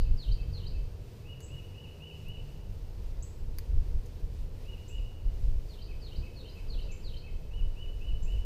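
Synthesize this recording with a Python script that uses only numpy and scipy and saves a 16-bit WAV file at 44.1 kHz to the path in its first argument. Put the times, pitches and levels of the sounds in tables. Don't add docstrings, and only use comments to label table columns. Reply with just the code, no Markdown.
import sys
import numpy as np
from scipy import signal
from scipy.fft import rfft, irfft
from scipy.io import wavfile
from scipy.ndimage import uniform_filter1d, map_coordinates

SR = 44100
rng = np.random.default_rng(int(sys.argv[2]) if len(sys.argv) > 2 else 0)


def to_wav(sig):
    pcm = np.clip(np.atleast_2d(sig), -1, 1) * 32767
    pcm = np.round(pcm).astype(np.int16)
    wavfile.write(sys.argv[1], SR, pcm.T)


N = 372644
TIME = np.arange(N) / SR

# start in seconds, time stretch, levels in dB of the
# down-slur, hook, up-slur and closing low note, then direct-path gains in dB of down-slur and up-slur.
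SWOOP_PHRASES = [(-.15, .95, -54, -49.5, -50.5, -55.5, 2, 3), (.179, .99, -50.7, -53, -47.2, -57, 2, 2),
                 (.528, 1, -53.5, -53.5, -47.5, -56.5, 1, 2), (5.687, .95, -58, -51.5, -51, -52.5, 1, -2),
                 (6.017, 1.01, -54.5, -50.3, -51.2, -52, .5, -2),
                 (6.351, .98, -55.7, -49, -50.7, -51.5, -.5, -2.5),
                 (6.685, .98, -53, -46.5, -50, -51.3, 1, -1.5),
                 (7.033, .98, -52, -50, -51.5, -49, 1.5, -1.5)]
# seconds into the phrase, pitch in Hz, relative level in dB.
SWOOP_DOWN = [(-.012, 5900, -30), (-.001, 4930, -14), (.007, 4660, -4), (.022, 4330, 2.5), (.031, 4210, 0),
              (.04, 4110, -7), (.049, 3880, -1), (.066, 3250, -6), (.088, 2700, -11)]
SWOOP_HOOK = [(.09, 2700, -10), (.104, 2850, -7), (.111, 3130, -3), (.115, 3080, -1), (.118, 2500, -14),
              (.124, 1800, -21)]
SWOOP_UP = [(.122, 3680, -18), (.134, 3900, -9), (.142, 4280, -1), (.148, 4700, -2.5), (.154, 4950, -7),
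            (.158, 5200, -20)]
SWOOP_CLOSE = [(.193, 2420, -20), (.209, 2560, -11), (.223, 2630, -2.5), (.236, 2560, -8.5),
               (.246, 2300, -14), (.26, 2130, -15)]
# start in seconds, length in seconds, top pitch in Hz, level in dB,
# direct-path gain in dB as the head turns.
ARCHED_NOTES = [(1.242, .108, 2915, -54, -3), (1.477, .128, 2925, -53.7, -1.5),
                (1.733, .132, 2960, -53.7, -2), (1.993, .126, 2975, -51.5, 0),
                (2.25, .127, 2965, -52.2, 1.5), (4.642, .112, 2920, -56, -1),
                (4.885, .118, 2920, -53.8, -.5), (7.502, .115, 2980, -57, 1),
                (7.753, .113, 2965, -56.4, 2.3), (8.002, .123, 2970, -56, 2.3),
                (8.258, .124, 2975, -55, 2.3)]
# share of its length, share of the top pitch, relative level in dB.
ARCH_SHAPE = [(0, .83, -18), (.12, .875, -6.5), (.28, .955, -3.5), (.42, .99, -1), (.63, 1, .5),
              (.79, .988, 0), (.89, .94, -2), (1, .84, -7.5)]
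# delay in seconds, gain in dB.
NEAR_WALLS = [(.0045, -13), (.016, -18), (.031, -20), (.052, -18)]
HOUSE_FRONTS = [(.105, -16), (.215, -18), (.33, -19)]


def song(gain_db=-1.7, low_direct_db=-2, trees_db=-1.3, beam_hz=3300):
    lead = .5
    direct, high, low = np.zeros((3, N + SR // 2))
    beam = signal.butter(4, beam_hz, "high", fs=SR, output="sos")
    gestures = (SWOOP_DOWN, SWOOP_HOOK, SWOOP_UP, SWOOP_CLOSE)
    registers = (high, low, high, low)
    for s, stretch, *levels, down_direct_db, up_direct_db in SWOOP_PHRASES:
        paths = (down_direct_db, low_direct_db, up_direct_db, low_direct_db)
        for gesture, register, db, direct_db in zip(gestures, registers, levels, paths):
            start = lead + s + gesture[0][0] * stretch
            note = undb(db) * whistle(gesture, stretch, waver=.01, flutter_db=2.7)
            add(register, start, note)
            aimed = signal.sosfilt(beam, note) if register is high else note
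            add(direct, start, undb(direct_db) * aimed)
    for s, length, hz, db, direct_db in ARCHED_NOTES:
        note = undb(db) * whistle(ARCH_SHAPE, length, hz, waver=.0015, flutter_db=2.8)
        add(low, lead + s, note)
        add(direct, lead + s, undb(direct_db) * note)
    high_scatter = foliage(high, t60=.75, early_t60=.17, early_db=.5, rise=.007, patchy_db=2)
    low_scatter = foliage(low, t60=1.2, early_t60=.22, early_db=0, rise=.008)
    out = direct + undb(trees_db) * (high_scatter + low_scatter)
    for delay, db in NEAR_WALLS:
        add(out, delay, undb(db) * (high + low))
    for delay, db in HOUSE_FRONTS:
        add(out, delay, undb(db) * low)
    return undb(gain_db) * out[-N:]


def whistle(gesture, stretch=1, pitch=1, waver=.0053, flutter_db=1.5):
    s, hz, db = np.transpose(gesture)
    s = s * stretch
    t = np.arange(s[0], s[-1], 1 / SR)
    pitch_drift, level_drift = [map_coordinates(knots, [(t - s[0]) * 150], order=2, mode="wrap")
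                                for knots in rng.standard_normal((2, 40))]
    glide = pitch * uniform_filter1d(np.interp(t, s, hz), size=120)
    phase = 2 * np.pi * np.cumsum(glide * (1 + waver * pitch_drift)) / SR
    level = undb(np.interp(t, s, db) + flutter_db * level_drift)
    to_edge = np.minimum(t - s[0], s[-1] - t)
    fade = np.sin(np.pi / 2 * np.clip(to_edge / .0025, 0, 1)) ** 2
    return np.sqrt(2) * fade * level * np.sin(phase)


def foliage(x, t60, early_t60, early_db, rise, patchy_db=-1.0):
    t = np.arange(SR) / SR
    fade = undb(-60 * t / t60) + undb(early_db - 60 * t / early_t60)
    clumps = undb(patchy_db * drift(123.7)[:SR])
    response = rng.standard_normal(SR) * fade * clumps * np.clip(t / rise, 0, 1)
    return signal.fftconvolve(x, response / np.linalg.norm(response))[:len(x)]


# start in seconds, top pitch in Hz, direct level in dB,
# echo level in dB before a common lift, echo rise in seconds.
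CHIP_CALLS = [(1.414, 8030, -68, -58.5, .016), (3.223, 8020, -49.5, -57, .002),
              (4.877, 7780, -59, -59.3, .002), (6.913, 7620, -60, -60.5, .002),
              (8.224, 7780, -60, -58.5, .002)]
# time in seconds, share of the top pitch, relative level in dB.
CHIP_SHAPE = [(0, .73, -5), (.003, .81, -1), (.006, .91, -4), (.009, .96, 1), (.012, .98, .5),
              (.0155, 1, -12)]


def chips(echo_lift_db=5.5):
    out = np.zeros(N)
    for s, hz, direct_db, echo_db, rise in CHIP_CALLS:
        note = np.pad(whistle(CHIP_SHAPE, pitch=hz), (0, SR // 2))
        echo = foliage(note, t60=.43, early_t60=.098, early_db=-10, rise=rise)
        add(out, s, undb(direct_db) * note)
        add(out, s, undb(echo_db + echo_lift_db) * echo)
    return out


# start in seconds, level in dB, body and tip gains in dB,
# rebound delay in seconds, rebound gain in dB.
BEAK_CLICKS = [(1.4055, -57, -13, -28, .0075, -7), (2.285, -61, -8, 2, .005, -10),
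               (3.586, -43.3, -3, 2.5, .0011, -12), (4.06, -63, -16, -22, .006, -2)]
# centre in Hz, width in Hz, gain in dB.
BEAK_MODES = [(1900, 1200, -7), (4810, 400, 0), (6400, 700, -8), (9000, 900, -16), (11800, 800, -10),
              (12900, 800, 0)]


def beak(scrape=.27, scrape_decay_s=.00023, wall_db=-10):
    direct = np.zeros(N)
    t = np.arange(256) / SR
    for s, db, body_db, tip_db, rebound_s, rebound_db in BEAK_CLICKS:
        for delay, contact_db in ((0, db), (rebound_s, db + rebound_db)):
            snap = (t == 0) + scrape * rng.standard_normal(len(t)) * np.exp(-t / scrape_decay_s)
            rings = [undb(mode_db) * resonate(snap, hz, width) for hz, width, mode_db in BEAK_MODES]
            body, edge, tip = sum(rings[:2]), sum(rings[2:4]), sum(rings[4:])
            click = undb(body_db) * body + edge + undb(tip_db) * tip
            add(direct, s + delay, undb(contact_db) * unit(click))
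    out = direct + undb(-7) * foliage(direct, t60=.05, early_t60=.022, early_db=-5, rise=.0034)
    add(out, NEAR_WALLS[0][0], undb(wall_db) * direct)
    return out


# start in seconds, peak level in dB, ring in Hz, push in seconds.
PERCH_BUMPS = [(6.172, -42.5, 158.3, 0.021), (6.838, -48, 470, 0.0046), (6.852, -49, 543, 0.0035),
               (6.871, -45, 428, 0.0036)]


def feet():
    out = np.zeros(N)
    t = np.arange(4096) / SR
    for s, db, hz, push in PERCH_BUMPS:
        force = rng.standard_normal(len(t)) * t * np.exp(-t / push)
        knock = resonate(resonate(force, hz, .5 * hz), hz, .5 * hz)
        add(out, s, undb(db) * knock / np.abs(knock).max())
    return out


# time in seconds, level in dB.
BREEZE_LEVELS = [(0, -28), (.55, -41), (.9, -36), (1.149, -54), (1.7, -43), (2.1, -62), (2.4, -34.5),
                 (2.7, -44.5), (3.3, -36.5), (4.1, -41.5), (4.7, -40), (5.4, -42), (5.8, -35.5),
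                 (6.549, -43.5), (6.902, -38), (7.25, -44.5), (7.8, -33.5), (8.45, -39)]
# time of the peak in seconds, length in seconds, level in dB.
WIND_GUSTS = [(0.003, 0.091, -20), (0.116, 0.1, -20.5), (0.312, 0.078, -22), (2.29, 0.068, -36),
              (3.46, 0.12, -35), (3.589, 0.04, -29.5), (3.769, 0.13, -21), (3.947, 0.11, -24.5),
              (4.257, 0.1, -31.5), (4.42, 0.059, -30), (5.003, 0.14, -30.5), (5.279, 0.093, -26),
              (5.49, 0.23, -23.5), (6.201, 0.086, -30), (6.77, 0.11, -31.5), (7.081, 0.11, -34),
              (7.349, 0.082, -31.5), (7.644, 0.16, -25.5), (7.86, 0.083, -33.5), (8.13, 0.087, -25.5),
              (8.251, 0.06, -24.5)]
# frequency in Hz, relative level in dB.
HEAVY_EDDIES = [(12, -6.5), (20, 6.5), (29, -1), (48, -2.5), (65, -9.5), (110, -30)]
SMALL_EDDIES = [(40, -11.5), (62, -9), (85, -4), (120, -11), (170, -25), (300, -34.5), (600, -50)]


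def wind(puffs_per_s=8.7, puff_db=3.5, flutter_db=-15.5, lull_db=-48):
    s, db = np.transpose(BREEZE_LEVELS)
    push = undb(np.interp(TIME, s, db) + puff_db * drift(puffs_per_s))
    for peak, length, gust_db in WIND_GUSTS:
        gust = undb(gust_db) * np.exp(-(2 * (TIME - peak) / length) ** 2)
        push = np.hypot(push, gust)
    flutter = np.hypot(undb(lull_db), undb(flutter_db) * push)
    return push * eddies(HEAVY_EDDIES) + flutter * eddies(SMALL_EDDIES)


def eddies(spectrum):
    turbulence = noise(spectrum)
    return turbulence / np.sqrt(uniform_filter1d(turbulence ** 2, size=4000))


# time in seconds, firing rate in Hz, level in dB.
ENGINE_RUN = [(0, 42.72, -56), (.55, 43.33, -39), (1.1, 42.63, -54), (1.6, 44.03, -50), (1.951, 54.05, -55),
              (2.3, 48.8, -49), (2.7, 46.63, -48.5), (3.399, 43.2, -56), (4.301, 39.97, -47.5),
              (6, 39.6, -71), (8.45, 36.8, -68)]
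# multiple of the firing rate, relative level in dB.
EXHAUST_ORDERS = [(2, -3), (2.5, -14.5), (3, -8.5), (4, -16.5)]


def vehicle(wander=.0112, rough_db=4.0, gain_db=1.5):
    s, hz, db = np.transpose(ENGINE_RUN)
    firing_hz = np.interp(TIME, s, hz) * (1 + wander * drift(15))
    phase = 2 * np.pi * np.cumsum(firing_hz) / SR
    drone = sum(undb(order_db + rough_db * drift(16)) * np.sin(order * phase)
                for order, order_db in EXHAUST_ORDERS)
    return unit(drone) * undb(np.interp(TIME, s, db) + gain_db)


# frequency in Hz, relative level in dB.
TRAFFIC_SPECTRUM = [(88, -27.5), (150, 6.5), (167, 2), (214, -2), (269, -4.5), (313, -3.5), (357, -3),
                    (458, -0.5), (516, -3.5), (557, -6.5), (805, -14.5), (917, -13.5), (1180, -20),
                    (1370, -21), (2000, -25.5), (2600, -50), (4400, -120)]
HISS_SPECTRUM = [(1180, -8.5), (2000, 1.5), (2370, 4), (2560, 5), (3000, 5.5), (3240, 2), (4820, 3),
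                 (5200, 1.5), (6480, -2), (7110, -3.5), (10100, -7.5), (13500, -9), (14100, 2), (14700, -9),
                 (15100, -8)]
# frequency in Hz, level in dB.
WHINE_TONES = [(8630, -91), (14087, -99)]


def background(hum_db=-55, hiss_db=-66):
    hum = noise(TRAFFIC_SPECTRUM) * undb(hum_db + .5 * drift(3.23))
    hiss = noise(HISS_SPECTRUM) * undb(hiss_db + drift(9.1))
    whine = sum(np.sqrt(2) * undb(db) * np.sin(2 * np.pi * hz * TIME + drift(7.6))
                for hz, db in WHINE_TONES)
    return hum + hiss + whine


def undb(db):
    return 10 ** (np.asarray(db) / 20)


def unit(x):
    return x / np.sqrt(np.mean(x ** 2))


def add(out, s, x):
    start = int(round(s * SR))
    first, end = max(start, 0), min(start + len(x), len(out))
    if end > first:
        out[first:end] += x[first - start:end - start]


def drift(rate):
    knots = rng.standard_normal(4096)
    return map_coordinates(knots, [TIME * rate], order=2, mode="wrap")


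def noise(spectrum):
    hz, db = np.transpose(spectrum)
    bins_hz = np.maximum(np.fft.rfftfreq(N, 1 / SR), 1)
    gain = undb(np.interp(np.log(bins_hz), np.log(hz), db, left=-200, right=-200))
    return unit(irfft(rfft(rng.standard_normal(N)) * gain, N))


def resonate(x, hz, width):
    return signal.lfilter(*signal.iirpeak(hz, hz / width, fs=SR), x)


def scene():
    return (song() + chips() + beak() + feet() + wind() + vehicle() + background())[None]


def record(dry):
    top_hz = 15230
    return signal.sosfilt(signal.ellip(12, .1, 80, top_hz, fs=SR, output="sos"), dry)


dry = scene()
out = record(dry)
to_wav(out)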